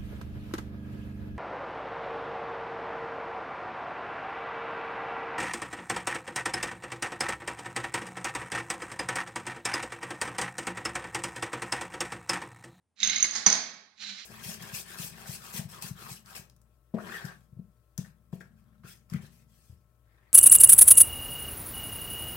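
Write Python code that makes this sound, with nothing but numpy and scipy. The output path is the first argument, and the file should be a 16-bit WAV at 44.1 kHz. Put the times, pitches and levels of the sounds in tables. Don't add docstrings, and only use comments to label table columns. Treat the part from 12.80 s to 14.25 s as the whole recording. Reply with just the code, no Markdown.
import sys
import numpy as np
from scipy import signal
from scipy.fft import rfft, irfft, next_fast_len
from scipy.io import wavfile
from scipy.ndimage import uniform_filter1d, minimum_filter1d, map_coordinates

SR = 44100
rng = np.random.default_rng(int(sys.argv[2]) if len(sys.argv) > 2 else 0)


def pcm_store(signal):
    levels = np.round(np.clip(np.atleast_2d(signal), -1, 1) * 32767)
    wavfile.write(sys.argv[1], SR, levels.astype(np.int16).T)


N = 63945

# (f/Hz, level/dB)
AMBIENT_SPECTRUM = [(25, -22.5), (55, -19), (88, -1.5), (130, -17), (205, -8), (400, -18), (1000, -23),
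                    (4000, -37), (10000, -34)]
# (t/s, level/dB)
PUSH_ENVELOPE = [(.155, -83), (.168, -61.5), (.2, -46), (.222, -34.5), (.24, -32), (.33, -31), (.39, -36),
                 (.44, -35.5), (.48, -60), (.52, -80)]
RETURN_ENVELOPE = [(1.155, -72), (1.172, -64), (1.186, -51.5), (1.2, -45), (1.222, -39), (1.262, -40),
                   (1.295, -39.5), (1.335, -49.5), (1.395, -45), (1.43, -49), (1.45, -56)]
# (f/Hz, level/dB)
HOUSING_RESPONSE = [(30, -49), (110, -18.5), (260, -17.5), (480, -29.5), (780, -17.5), (1000, -20.5),
                    (1400, -8), (2200, -2.5), (3100, -4.5), (3900, -5), (4600, -3.5), (6400, -7.5),
                    (7400, -14), (8100, -39), (8700, -22.5), (9600, -40.5), (10500, -63)]
# (t/s, level/dB)
HUM_ENVELOPE = [(.16, -91), (.23, -52.5), (.27, -54.5), (.4, -59), (.47, -54), (.53, -86.5), (1.16, -84.5),
                (1.22, -61), (1.285, -57), (1.325, -48), (1.37, -62), (1.45, -85)]
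# (t/s, level/dB)
CHUTE_IMPACTS = [(.2023, -30.5), (.2327, -11), (.2395, -19.5), (.247, -17.5), (.2595, -18), (.2731, -12.5),
                 (.2835, -19.5), (.2986, -16.5), (.303, -22.5), (.309, -23.5), (.329, -28), (.3595, -14),
                 (.366, -19.5), (.3815, -18), (.4014, -20), (.406, -18), (.4263, -5), (.4311, -6.5),
                 (.4425, -17), (.461, -31), (.5093, -21), (.552, -23), (.561, -19.5)]
# (f/Hz, level/dB)
PLASTIC_RESPONSE = [(30, -33), (100, -18.5), (200, -6.5), (300, -8), (520, -13), (760, -3.5), (1400, -1.5),
                    (1900, 4.5), (2800, -9), (3800, 1.5), (5200, 4), (6400, 1), (7300, -1), (8050, -42.5),
                    (8600, -12), (9600, -20), (10600, -39.5)]
# (t/s, knock level/dB, snap level/dB)
PUSHER_IMPACTS = [(.2025, -55, -18), (.2295, -19.5, -20.5), (0.2302, -16.5, -3), (.248, -25, -17),
                  (.2965, -14, -13.5), (.3095, -27, -24.5), (.3305, -14, -19.5), (.363, -13, -14),
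                  (.4425, -14.5, -38.5)]
# (t/s, level/dB)
SHUDDER_ENVELOPE = [(.21, -92), (.25, -50.5), (.31, -52), (.38, -61.5), (.45, -60), (.55, -60),
                    (.64, -69.5), (.69, -58.5), (.8, -70.5), (.9, -81)]
# (f/Hz, level/dB)
TABLE_RESPONSE = [(25, -29), (55, -22), (90, -6), (135, -7), (200, -3.5), (400, -34.5), (1500, -71.5)]
# (t/s, level/dB)
SCRAPE_ENVELOPE = [(.43, -74.5), (.445, -28), (.48, -55.5), (.549, -34.5), (.555, -28.5), (.585, -36.5),
                   (.62, -45), (.66, -47.5), (.67, -88)]
# (t/s, disc level/dB, grid level/dB)
LANDINGS = [(0.4431, -41, -26.5), (0.6628, 0.5, -7.5), (0.6661, -4.5, -8.5), (0.67, -15, -11.5),
            (0.6714, -17, -10), (0.6769, -17, -25), (0.7007, -7.5, -16.5), (0.706, -29, -20),
            (0.7264, -5.5, -13.5), (0.7524, -37, -20)]
# (f/Hz, level/dB, T60/s)
DISC_MODES = [(2160, -17.5, .03), (4830, -25, .02), (6376, 3.5, 0.028), (6580, -8.5, 0.021),
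              (9626, -28, 0.026)]
PUSHER_MODES = [(2128, 0.5, 0.031), (3540, -7.5, .014), (3814, 8, 0.012), (5020, 1, 0.0083)]
STACK_MODES = [(4940, -14.5, 0.03), (6030, -8, .032), (6063, -8.5, 0.03), (6358, -2, 0.022)]
GRID_MODES = [(770, -20.5, .018), (1100, -23.5, 0.045), (1914, -23.5, 0.15), (2150, -18.5, .035)]
TABLE_MODES = [(191, -1.5, 0.075), (342.6, -15.5, 0.034), (477.5, -14.5, 0.06)]
# (f/Hz, T60/s)
REVERB_TIME = [(80, 0.32), (200, 0.85), (450, 0.66), (800, 0.69), (2000, 0.7), (4000, 0.68), (6300, 0.5),
               (10000, 0.34)]
# (f/Hz, coherence/1)
REVERB_COHERENCE = [(100, .95), (250, 1), (600, 1), (1500, 0.43), (8000, .05)]
# (f/Hz, level/dB)
LEFT_EAR_RESPONSE = [(60, -2.5), (150, -6.5), (500, -5), (1100, -10), (2200, -11.5), (4000, -7), (6300, -5),
                     (9000, -4)]
# (f/Hz, level/dB)
MIC_RESPONSE = [(20, -21), (60, -0.5), (7400, -1.5), (8100, 0), (8600, 0.5), (9650, 5.5), (10200, -3.5),
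                (10800, -15.5)]

TOOTH_TICKS_PER_S = 1200


def amp(db):
    return 10 ** (np.asarray(db) / 20)


def unit(x):
    return x / np.sqrt(np.mean(x ** 2) + 1e-20)


def along(points, hz):
    f, values = np.transpose(points)
    return np.interp(np.log(hz + 1), np.log(f + 1), values)


def envelope(rows):
    times, db = np.transpose(rows)
    return amp(np.interp(np.arange(N) / SR, times, db, left=-140, right=-140))


def wobble(rate):
    return map_coordinates(rng.standard_normal(2000), [np.arange(N) * rate / SR], mode="wrap")


def coloured(x, response):
    size = 2 * next_fast_len(N)
    cepstrum = irfft(np.log(amp(along(response, np.fft.rfftfreq(size, 1 / SR)))), size)
    cepstrum[1:size // 2] *= 2
    cepstrum[size // 2 + 1:] = 0
    return irfft(rfft(x, size) * np.exp(rfft(cepstrum)), size)[..., :N]


def ring(at, modes, attack_s, detune):
    t, out = np.arange(SR // 4) / SR, np.zeros(2 * N)
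    onset = 1 - np.exp(-(t / attack_s) ** 2)
    for (hz, db, t60), (scatter_db, shift) in zip(modes, rng.standard_normal((len(modes), 2))):
        decay = amp(db + scatter_db - 60 * t / t60)
        tone = np.sin(2 * np.pi * hz * (1 + detune * shift) * t)
        out[round(at * SR):][:len(t)] += onset * decay * tone
    return out[:N]


def burst(at, t60):
    t = np.maximum(np.arange(N) - round(at * SR), 0) / SR
    return (t > 0) * amp(-60 * t / t60) * rng.standard_normal(N)


def room_rumble():
    noise = rng.standard_normal(N) + 0.48 * rng.standard_normal((2, N))
    return amp(-82) * unit(coloured(noise, AMBIENT_SPECTRUM))


def gear_whir():
    chance, strength, friction = rng.random(N), rng.standard_normal(N), rng.standard_normal(N)
    teeth = unit((chance < TOOTH_TICKS_PER_S / SR) * amp(3.5 * strength) * np.sign(friction))
    whir = unit(coloured(teeth + amp(-5.5) * friction, HOUSING_RESPONSE))
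    flutter = amp(1.2 * wobble(rate=110))
    return whir * flutter * (envelope(PUSH_ENVELOPE) + envelope(RETURN_ENVELOPE))


def gear_whine(centre_hz=3950, width_hz=610):
    edges = [centre_hz - width_hz / 2, centre_hz + width_hz / 2]
    ticks = (rng.random(N) < TOOTH_TICKS_PER_S / SR) * rng.standard_normal(N)
    rasp = unit(signal.sosfilt(signal.butter(2, edges, "band", fs=SR, output="sos"), ticks))
    return amp(-3) * rasp * (amp(-2) * envelope(PUSH_ENVELOPE) + envelope(RETURN_ENVELOPE))


def motor_hum(hz=206.2, waver=0.017):
    phase = 2 * np.pi * np.cumsum(hz * (1 + waver * wobble(rate=27))) / SR
    flutter = amp(2 * wobble(rate=31))
    return unit(np.sin(phase) * flutter) * envelope(HUM_ENVELOPE)


def disc_rattle():
    modes = sum(amp(db) * ring(at, DISC_MODES, attack_s=.00084, detune=.001) for at, db in CHUTE_IMPACTS)
    crack = sum(amp(db) * burst(at, t60=.0058) for at, db in CHUTE_IMPACTS)
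    return amp(1.5) * modes + amp(-17) * coloured(crack, PLASTIC_RESPONSE)


def pusher_snap():
    knock = sum(amp(db) * ring(at, PUSHER_MODES[:1], attack_s=.001, detune=.03)
                for at, db, _ in PUSHER_IMPACTS)
    snap = sum(amp(db) * ring(at, PUSHER_MODES[1:], attack_s=.001, detune=.017)
               for at, _, db in PUSHER_IMPACTS)
    crack = sum(amp(db) * burst(at, t60=.02) for at, _, db in PUSHER_IMPACTS)
    return amp(-3) * (knock + snap) + amp(-10) * coloured(crack, HOUSING_RESPONSE)


def table_shudder():
    return unit(coloured(rng.standard_normal(N), TABLE_RESPONSE)) * envelope(SHUDDER_ENVELOPE)


def disc_scrape(contacts_per_s=1500):
    contacts = (rng.random(N) < contacts_per_s / SR) * rng.standard_normal(N)
    return unit(coloured(contacts, PLASTIC_RESPONSE)) * envelope(SCRAPE_ENVELOPE)


def stack_clack():
    return amp(3) * sum(amp(db) * ring(at, STACK_MODES, attack_s=.00089, detune=.0038)
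                        for at, db, _ in LANDINGS)


def grid_knock():
    modes = sum(amp(db) * ring(at, GRID_MODES, attack_s=.0004, detune=.018) for at, _, db in LANDINGS)
    crack = sum(amp(db) * burst(at, t60=.022) for at, _, db in LANDINGS)
    return amp(-2.5) * modes + coloured(crack, PLASTIC_RESPONSE)


def table_thud():
    return amp(-15) * sum(amp(db) * ring(at, TABLE_MODES, attack_s=.0012, detune=.01)
                          for at, _, db in LANDINGS)


def room(x, tail_db, early_db):
    hz, t, spectra = signal.stft(rng.standard_normal((2, SR)), SR, nperseg=256)
    decay = amp(-60 * t / along(REVERB_TIME, hz)[:, None])
    spread = np.arccos(np.clip(along(REVERB_COHERENCE, hz), -1, 1))[:, None] / 2
    mid, side = signal.istft(spectra * decay * np.array([np.cos(spread), np.sin(spread)]),
                             SR, nperseg=256)[1]
    t = np.arange(len(mid)) / SR
    tail = np.array([mid + side, mid - side]) * (1 - np.exp(-t / .0048))
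    echoes = rng.standard_normal(tail.shape) * (rng.random(tail.shape) < .03)
    echoes *= (t > .002) * np.exp(-t / .012)
    echoes = signal.sosfilt(signal.butter(1, 700, "high", fs=SR, output="sos"), echoes)
    response = amp(tail_db) * tail / np.linalg.norm(tail[0])
    response += amp(early_db) * echoes / np.linalg.norm(echoes, axis=1, keepdims=True)
    response[0, 2] += amp(-3.5)
    response[1, 0] += 1
    return signal.fftconvolve(x[None], response, axes=1)[:, :N]


def scene():
    left, right = (room(gear_whir() + gear_whine(), tail_db=-3, early_db=-5)
                   + room(motor_hum() + table_shudder() + table_thud(), tail_db=-14, early_db=-16)
                   + room(pusher_snap(), tail_db=-13.5, early_db=-6.5)
                   + room(disc_rattle(), tail_db=-12, early_db=-13)
                   + room(disc_scrape(), tail_db=-1.5, early_db=1)
                   + room(stack_clack(), tail_db=-10.5, early_db=-11)
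                   + room(grid_knock(), tail_db=-.5, early_db=-2))
    return np.array([coloured(left, LEFT_EAR_RESPONSE), right]) + room_rumble()


def record(dry):
    ceiling, limiter_s, cutoff_hz = .95, .0012, 10869
    x = coloured(dry, MIC_RESPONSE)
    span = round(limiter_s * SR)
    needed_gain = ceiling / np.maximum(np.abs(x), ceiling)
    smooth_gain = uniform_filter1d(minimum_filter1d(needed_gain, span), span)
    return signal.sosfiltfilt(signal.butter(14, cutoff_hz, fs=SR, output="sos"), x * smooth_gain)


dry = scene()
out = record(dry)
pcm_store(out)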